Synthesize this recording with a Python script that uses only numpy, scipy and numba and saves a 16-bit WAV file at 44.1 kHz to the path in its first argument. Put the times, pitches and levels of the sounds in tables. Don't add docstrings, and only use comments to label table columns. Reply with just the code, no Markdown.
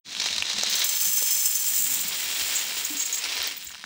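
import sys
import numpy as np
from scipy import signal
from scipy.fft import rfft, irfft
from scipy.io import wavfile
from scipy.ndimage import uniform_filter1d
from numba import njit

SR = 44100
rng = np.random.default_rng(int(sys.argv[2]) if len(sys.argv) > 2 else 0)


def voltage_ratio(decibels):
    exponent = np.asarray(decibels, float) / 20
    return 10 ** exponent


def generate_wav(signal):
    frames = np.transpose(np.atleast_2d(signal))
    scaled = np.clip(frames, -1, 1) * 32767
    pcm = np.round(scaled).astype(np.int16)
    wavfile.write(sys.argv[1], SR, pcm)


N = 169785
T = np.arange(N) / SR


def unit(x):
    return x / np.sqrt(np.mean(x ** 2))


def cut(x, low_hz):
    return signal.sosfilt(signal.butter(2, low_hz, "high", fs=SR, output="sos"), x)


def colour(x, table):
    spectrum = rfft(x)
    hz, db = np.array(table, float).T
    f = np.arange(len(spectrum)) * SR / N + 1
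    flat = np.sqrt(uniform_filter1d(np.abs(spectrum) ** 2, size=3000))
    gain = voltage_ratio(np.interp(np.log(f), np.log(hz), db, right=db[-1]))
    gain = gain * np.minimum(f / hz[0], 1) ** 2
    return unit(irfft(spectrum / flat * gain, N))


def walk(rate_hz):
    hold = int(SR / rate_hz)
    steps = np.repeat(rng.standard_normal(N // hold + 1), hold)[:N]
    return unit(uniform_filter1d(uniform_filter1d(steps, hold), hold))


def puffs(rows):
    out = 0
    for s, db, length in rows:
        rise = np.clip((T - s) / (length / 4 + 0.00032), 0, 1)
        fall = np.exp(-np.maximum(T - s, 0) / max(length, 0.002))
        out = out + voltage_ratio(db) * rise * fall
    return out


def shower(per_s, scatter_db):
    when, luck, sign = rng.random((3, int(per_s * N / SR)))
    size = voltage_ratio(-scatter_db * np.log(1 - 0.985 * luck))
    return (when * N).astype(int), size * np.sign(sign - 0.5)


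@njit
def grains(at, size, hz, cycles, count):
    y = np.zeros(count)
    for k in range(len(at)):
        turn = np.exp((2j * np.pi - 6.9 / cycles) * hz[k] / SR)
        swing = size[k] + 0j
        for i in range(at[k], min(count, at[k] + int(cycles * SR / hz[k]))):
            swing *= turn
            y[i] += swing.imag
    return y


def knots(rows, cycles, count):
    s, db, hz = np.repeat(np.array(rows, float), count, axis=0).T
    fellow = np.arange(len(s)) % count > 0
    late, detune = rng.random((2, len(s))) * fellow
    at = ((s + 0.0015 * late) * SR).astype(int)
    size = voltage_ratio(db) * (1 - 0.83 * late)
    hz = hz * (1 + 0.08 * np.sin(2 * np.pi * detune))
    snap = grains(at, size * voltage_ratio(-5), 1.9 * hz, 5.0, N)
    return grains(at, size, hz, 1.0 * cycles, N) + snap


def ring(at, size, modes):
    out = 0
    for hz, width, db in modes:
        for twin_hz in (0, 30 * rng.uniform(-1, 1)):
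            spot = voltage_ratio(3.0 * rng.standard_normal(len(at)))
            r = np.exp(-np.pi * width / SR)
            w = 2 * np.pi * (hz + twin_hz) / SR
            push = np.bincount(at, size * spot, N) * voltage_ratio(db) * (1 - r)
            out = out + signal.lfilter([1, 0, -1], [1, -2 * r * np.cos(w), r * r], push)
    power = sum(voltage_ratio(2 * db) * width for _, width, db in modes)
    return out / np.sqrt(len(at) / N * power * 8 * np.pi / SR)


# (frequency [Hz], level [dB per Hz])
ROOM_TONE = [(25, -27), (90, -9), (200, 0), (330, -3), (450, -22), (700, -22), (1500, -12)]
# (time [s], gain [dB])
ROOM_GAIN = [(.1,5),(.3,7),(.9,-4),(1.3,-28),(1.7,-5),(1.9,4.5),(2.4,3.5),(2.8,-1),(3.45,-6),(3.55,0.5),(3.85,-7)]


def room():
    air = colour(rng.standard_normal(N), list(ROOM_TONE) + [(16000, -44)])
    gain_db = np.interp(T, *np.array(ROOM_GAIN).T)
    return air * voltage_ratio(-62 + 3.0 * walk(4.4) + gain_db)


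# (time [s], peak [dB])
HAND = [(0.184, -58), (0.296, -51), (0.386, -50), (0.561, -55), (0.699, -57), (1.063, -71), (2.232, -52),
        (2.413, -51), (2.759, -58), (2.827, -56), (3.264, -59), (3.382, -53.5), (3.652, -54.5)]


def hand_rumble():
    hz, width_hz, length_s = 82, 8.4, 0.044
    band = [(hz - width_hz / 2, 0), (hz + width_hz / 2, 0), (250, -40), (2e4, -90)]
    return colour(rng.standard_normal(N), band) * puffs([(s, db, length_s) for s, db in HAND])


# (time [s], peak [dB], pitch [Hz])
THUDS = [(0.169, -45, 196), (0.345, -45.5, 224), (0.539, -40, 203), (0.577, -36.5, 210),
         (0.669, -43.5, 211), (0.719, -44, 194), (1.07, -43, 182), (1.134, -48, 192), (2.049, -42.5, 188),
         (3.084, -54, 290), (2.902, -31.5, 298), (2.944, -35.5, 283), (3.837, -48, 226)]


def thuds():
    rise_s, t60_s = 0.0049, 0.17
    out = 0
    for s, db, hz in THUDS:
        rise = np.clip((T - s) / rise_s, 0, 1)
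        decay = voltage_ratio(-60 * np.maximum(T - s, 0) / t60_s)
        out = out + voltage_ratio(db) * np.sin(2 * np.pi * hz * (T - s)) * rise * decay
    return out


# (time [s], peak [dB], pitch [Hz])
KNOCKS = [
    (0.261, -24, 800),
    (0.59, -31, 600),
    (0.634, -19, 750),
    (1.223, -27, 550),
]


def scoop_knocks():
    return knots(KNOCKS, 5.0, count=1)


# (time [s], peak [dB], pitch [Hz])
CLICKS = [(0.1505, -19, 3200), (0.1675, -18, 3680), (0.2159, -29, 3800), (0.2414, -19, 3820),
          (0.2602, -15, 4400), (0.272, -14, 3700), (0.287, -12.5, 3120), (0.329, -13.5, 4320),
          (0.3364, -20, 4140), (0.3536, -35, 4090), (0.3621, -18, 4340), (0.382, -10, 4100),
          (0.4238, -6.5, 2670), (0.5327, -12, 4100), (0.6109, -10.5, 4130), (0.635, -3, 6440),
          (3.175, -17, 6950), (3.4179, -9, 4100), (3.442, -31, 4020)]
# (time [s], peak [dB], pitch [Hz])
LAST = [(3.615, -30, 3800), (3.626, -25, 4500), (3.688, -30, 2400), (3.706, -29, 1620), (3.7105, -31, 3300),
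        (3.722, -29, 2200), (3.74, -28, 1700), (3.747, -21, 2900), (3.754, -26, 1700), (3.796, -23, 4700),
        (3.802, -28, 4200), (3.814, -25, 4130), (3.828, -29, 4500), (3.8405, -17, 1740)]


def lone_grains():
    x = cut(knots(CLICKS, 10.0, count=4), 1500) + cut(knots(LAST, 7.0, count=2), 1000)
    return signal.sosfilt(signal.butter(2, 9500, fs=SR, output="sos"), x)


# (frequency [Hz], width [Hz], level [dB])
RIM_MODES = [(6630, 36, 0), (6980, 49, -6), (7270, 62, -3), (7620, 39, -6), (14000, 29, -26),
             (14900, 63, -23)]
# (time [s], peak [dB], length [s])
RIM_SHOWERS = [(2.545, -13, 0.035), (2.8456, -6.5, 0.0054), (2.9655, -15.5, 0.016), (2.9894, -12.5, 0.02),
               (3.019, -12.5, 0.0077), (3.052, -12, 0.01), (3.07, -23, 0.017), (3.125, -8.5, 0.0046),
               (3.141, -7.5, 0.0044), (3.152, -12.5, 0.0093), (3.1785, -14.5, 0.01), (3.49, -28, 0.0053),
               (3.669, -20, 0.0056), (3.71, -27, 0.005)]
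# (time [s], peak [dB])
PINGS = [(2.85,-36),(3.18,-42),(3.353,-41),(3.372,-42),(3.427,-37),(3.472,-34),(3.568,-42),(3.577,-40),(3.646,-42)]


def rim():
    at, size = shower(2500, 1.7)
    showers = ring(at, unit(size) * puffs(RIM_SHOWERS)[at], RIM_MODES)
    s, db = np.array(PINGS).T
    pings = grains((s * SR).astype(int), voltage_ratio(db), np.full(len(s), 14900.0), 560.0, N)
    return voltage_ratio(-7) * showers + pings


# (time [s], rice on scoop and rice [dB], rice on bare steel [dB])
FLOW = [(0.05, -43.5, -75), (0.14, -36.5, -80), (0.239, -30.5, -80), (0.45, -34, -80), (0.66, -29.5, -61),
        (0.74, -27, -36), (0.84, -28.5, -38), (0.96, -33.5, -27), (1.45, -37.5, -26), (1.9, -34.5, -32),
        (2.1, -31.5, -36), (2.45, -29, -31.5), (2.75, -31.5, -37.5), (3.12, -34.5, -40),
        (3.451, -28.5, -49.5), (3.55, -39, -48.5), (3.7, -42.5, -46), (3.85, -43.5, -79)]


def flow():
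    s, rice_db, steel_db = np.array(FLOW).T
    return np.interp(T, s, rice_db), np.interp(T, s, steel_db)


# (frequency [Hz], level [dB per Hz])
TICK = [(1000,-19.5),(3000,-6),(5800,-5),(7000,3.5),(9000,-3.5),(11500,-8.5),(13500,-5.5),(16000,-19.5)]
# (frequency [Hz], width [Hz], level [dB])
FLOOR_MODES = [(3350, 90, -11), (5280, 35, 3), (6160, 45, 5), (6365, 110, 2), (6990, 90, -1), (7105, 45, 1),
               (7265, 50, -1), (7450, 60, -2), (7625, 60, 2), (7950, 70, 0), (8310, 60, -3), (8690, 55, -4),
               (8980, 45, -4), (9290, 55, -10)]
# (frequency [Hz], width [Hz], level [dB])
WALL_MODES = [(9860, 110, 0), (10330, 60, -2), (10600, 120, -3), (11250, 220, -6), (12500, 160, -5),
              (12830, 90, -2), (13450, 80, -4), (13800, 120, -3), (14280, 200, -2), (14730, 70, -6),
              (15110, 60, -2), (15320, 60, -5), (15710, 70, 3)]
# (time [s], level [dB])
FIRST = [
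    (0.696, -24.5),
    (0.713, -38),
    (0.752, -21),
    (0.791, -24),
    (0.842, -15.5),
    (0.865, -28),
    (0.889, -21.5),
]
# (time [s], peak [dB])
HANDFULS = [(1.0122, -13), (1.0491, -16), (1.1304, -25), (1.167, -15), (1.2711, -28), (1.306, -11.5),
            (1.4023, -22), (1.4536, -6.5), (1.4956, -37), (1.5195, -41), (1.5483, -10), (1.66, -19),
            (1.681, -28), (1.7515, -17), (1.7799, -19), (1.84, -16), (1.913, -17), (1.9356, -12),
            (2.0029, -13), (2.0812, -21), (2.197, -23), (2.2578, -37), (2.427, -35), (2.7985, -27)]


def steel():
    at, size = shower(2500, 2)
    force = voltage_ratio(flow()[1] + 0.9 * walk(8.04) + 0.82 * walk(45.35))
    force = force + puffs([(s, db, 0.0073) for s, db in FIRST])
    force = force + puffs([(s, db - 12.5, 0.0075) for s, db in HANDFULS])
    covered_s, fade_s, covered_db, widen, buried_hz = 1.73, 0.062, -2.5, 2.46, 6500
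    covered = 1 / (1 + np.exp((covered_s - at / SR) / fade_s))
    bare_push = unit(size) * force[at] * np.sqrt(1 - covered)
    covered_push = unit(size) * force[at] * np.sqrt(covered * voltage_ratio(2 * covered_db))
    out = voltage_ratio(-9.5) * force * colour(np.bincount(at, size, N), TICK)
    for modes, db in ((FLOOR_MODES, 0), (WALL_MODES, -6.5)):
        damped = [(hz, width * widen, level) for hz, width, level in modes if hz > buried_hz]
        out = out + voltage_ratio(db) * (ring(at, bare_push, modes) + ring(at, covered_push, damped))
    return out


# (frequency [Hz], level [dB per Hz])
SCOOP = [(300, -20), (1340, -14), (2000, -8), (3200, -5), (3850, 1), (4700, -3.5), (6400, -5.5),
         (13500, -37)]
# (frequency [Hz], level [dB per Hz])
HEAP = [(300,-14),(600,-15),(1250,-11.5),(2200,-3),(3700,-1.5),(5500,-3.5),(9500,-17),(13500,-31)]
# (time [s], rise over the steady slide [dB], length [s])
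SURGES = [(.149,0,0.0033),(.167,1,0.0065),(.199,9.5,0.0043),(.215,6.5,0.01),(.241,5,0.0044),(.257,10,0.011),(.272,-6,.004),
          (.286,-13,0.0027),(.305,-3,0.0027),(.328,1,.002),(.336,-3,0.0022),(.354,0,.004),(.362,14,0.0015),(.382,6,0.0045),
          (.399,3,0.0071),(.449,3,0.007),(.465,5,0.0078),(.478,5,0.01),(.494,5,0.024),(.562,0,0.015),
          (.583,6,0.0054),(.592,5.5,0.0044),(.61,3,0.0051),(.663,3,0.0082),(.699,-5,0.0082),(.727,-3,.01),
          (.756,-8,0.0036),(.777,-5,.006),(.797,0,0.014),(.817,4,0.0092),
          (2.115,-8,0.06),(2.41,-6,.015),(2.48,-8.5,0.043),(3.51,-2,.02),(3.237,2,0.017),
          (3.401,5,.004),(3.428,-14,0.0028),(3.441,-1,0.0093),(3.473,3,0.0063),(3.54,2,0.0037),(3.649,3,0.0023)]


def slide():
    at, size = shower(3000, 1)
    hz = 700 * 20 ** rng.random(len(at))
    x = colour(grains(at, size * np.sqrt(hz), hz, 2.3, N), [(20, 0), (2e4, 0)])
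    x = x + voltage_ratio(-5.5) * rng.standard_normal(N)

    at, size = shower(130, 2.0)
    rattle_s = 0.0027
    hits = np.bincount(at, np.abs(size), N)
    rattle = unit(signal.lfilter([1], [1, -np.exp(-1 / (rattle_s * SR))], hits))

    scoop_ends_s, fade_s = 1, 0.054
    on_heap = 1 / (1 + np.exp((scoop_ends_s - T) / fade_s))
    scoop = unit(colour(x, SCOOP) * (1 + voltage_ratio(-12) * rattle)) * (1 - on_heap)

    level_db = flow()[0]
    sparse_db, full_db = -38, -38.5
    lumpy = voltage_ratio(-16 + 1.6 * np.maximum(sparse_db - level_db, 0))
    pile = colour(x, HEAP) * (1 + lumpy * rattle) / (1 + lumpy) * on_heap
    thin = cut(pile, 840)
    pile = thin + (pile - thin) * voltage_ratio(np.minimum(level_db - full_db, 0))

    clumps_db = 0.4 * walk(9.5) + 1 * walk(60)
    return (scoop + pile) * (1 + puffs(SURGES)) * voltage_ratio(clumps_db + level_db)


def scene():
    near = cut(scoop_knocks() + lone_grains() + rim() + steel() + slide(), 190)
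    echo_t60_s, echo_db = 0.08, -13
    tail = rng.standard_normal(SR // 2) * voltage_ratio(-60 * T[:SR // 2] / echo_t60_s)
    echo = signal.fftconvolve(near, tail / np.sqrt(np.sum(tail ** 2)))[:N]
    return (room() + hand_rumble() + thuds() + near + voltage_ratio(echo_db) * echo)[None]


def roll_off(x):
    return signal.sosfilt(signal.butter(12, 16840, fs=SR, output="sos"), x)


def record(dry):
    f = np.arange(N // 2 + 1) * SR / N
    mic_hz, mic_width_hz, mic_db = 15240, 770, 14.5
    x = irfft(rfft(dry) * voltage_ratio(mic_db / (1 + ((f - mic_hz) / mic_width_hz) ** 4)), N)
    limit, opens_s, rise_s = 0.45, 0.038, 0.025
    x = limit * np.tanh(x / limit) * np.clip((T - opens_s) / rise_s, 0, 1) ** 2
    top_hz, fall_hz, drop_db = 15735, 140, 85
    x = irfft(rfft(x) * voltage_ratio(-drop_db * np.clip((f - top_hz) / fall_hz, 0, 1)), N)
    return roll_off(x)


dry = scene()
out = record(dry)
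generate_wav(out)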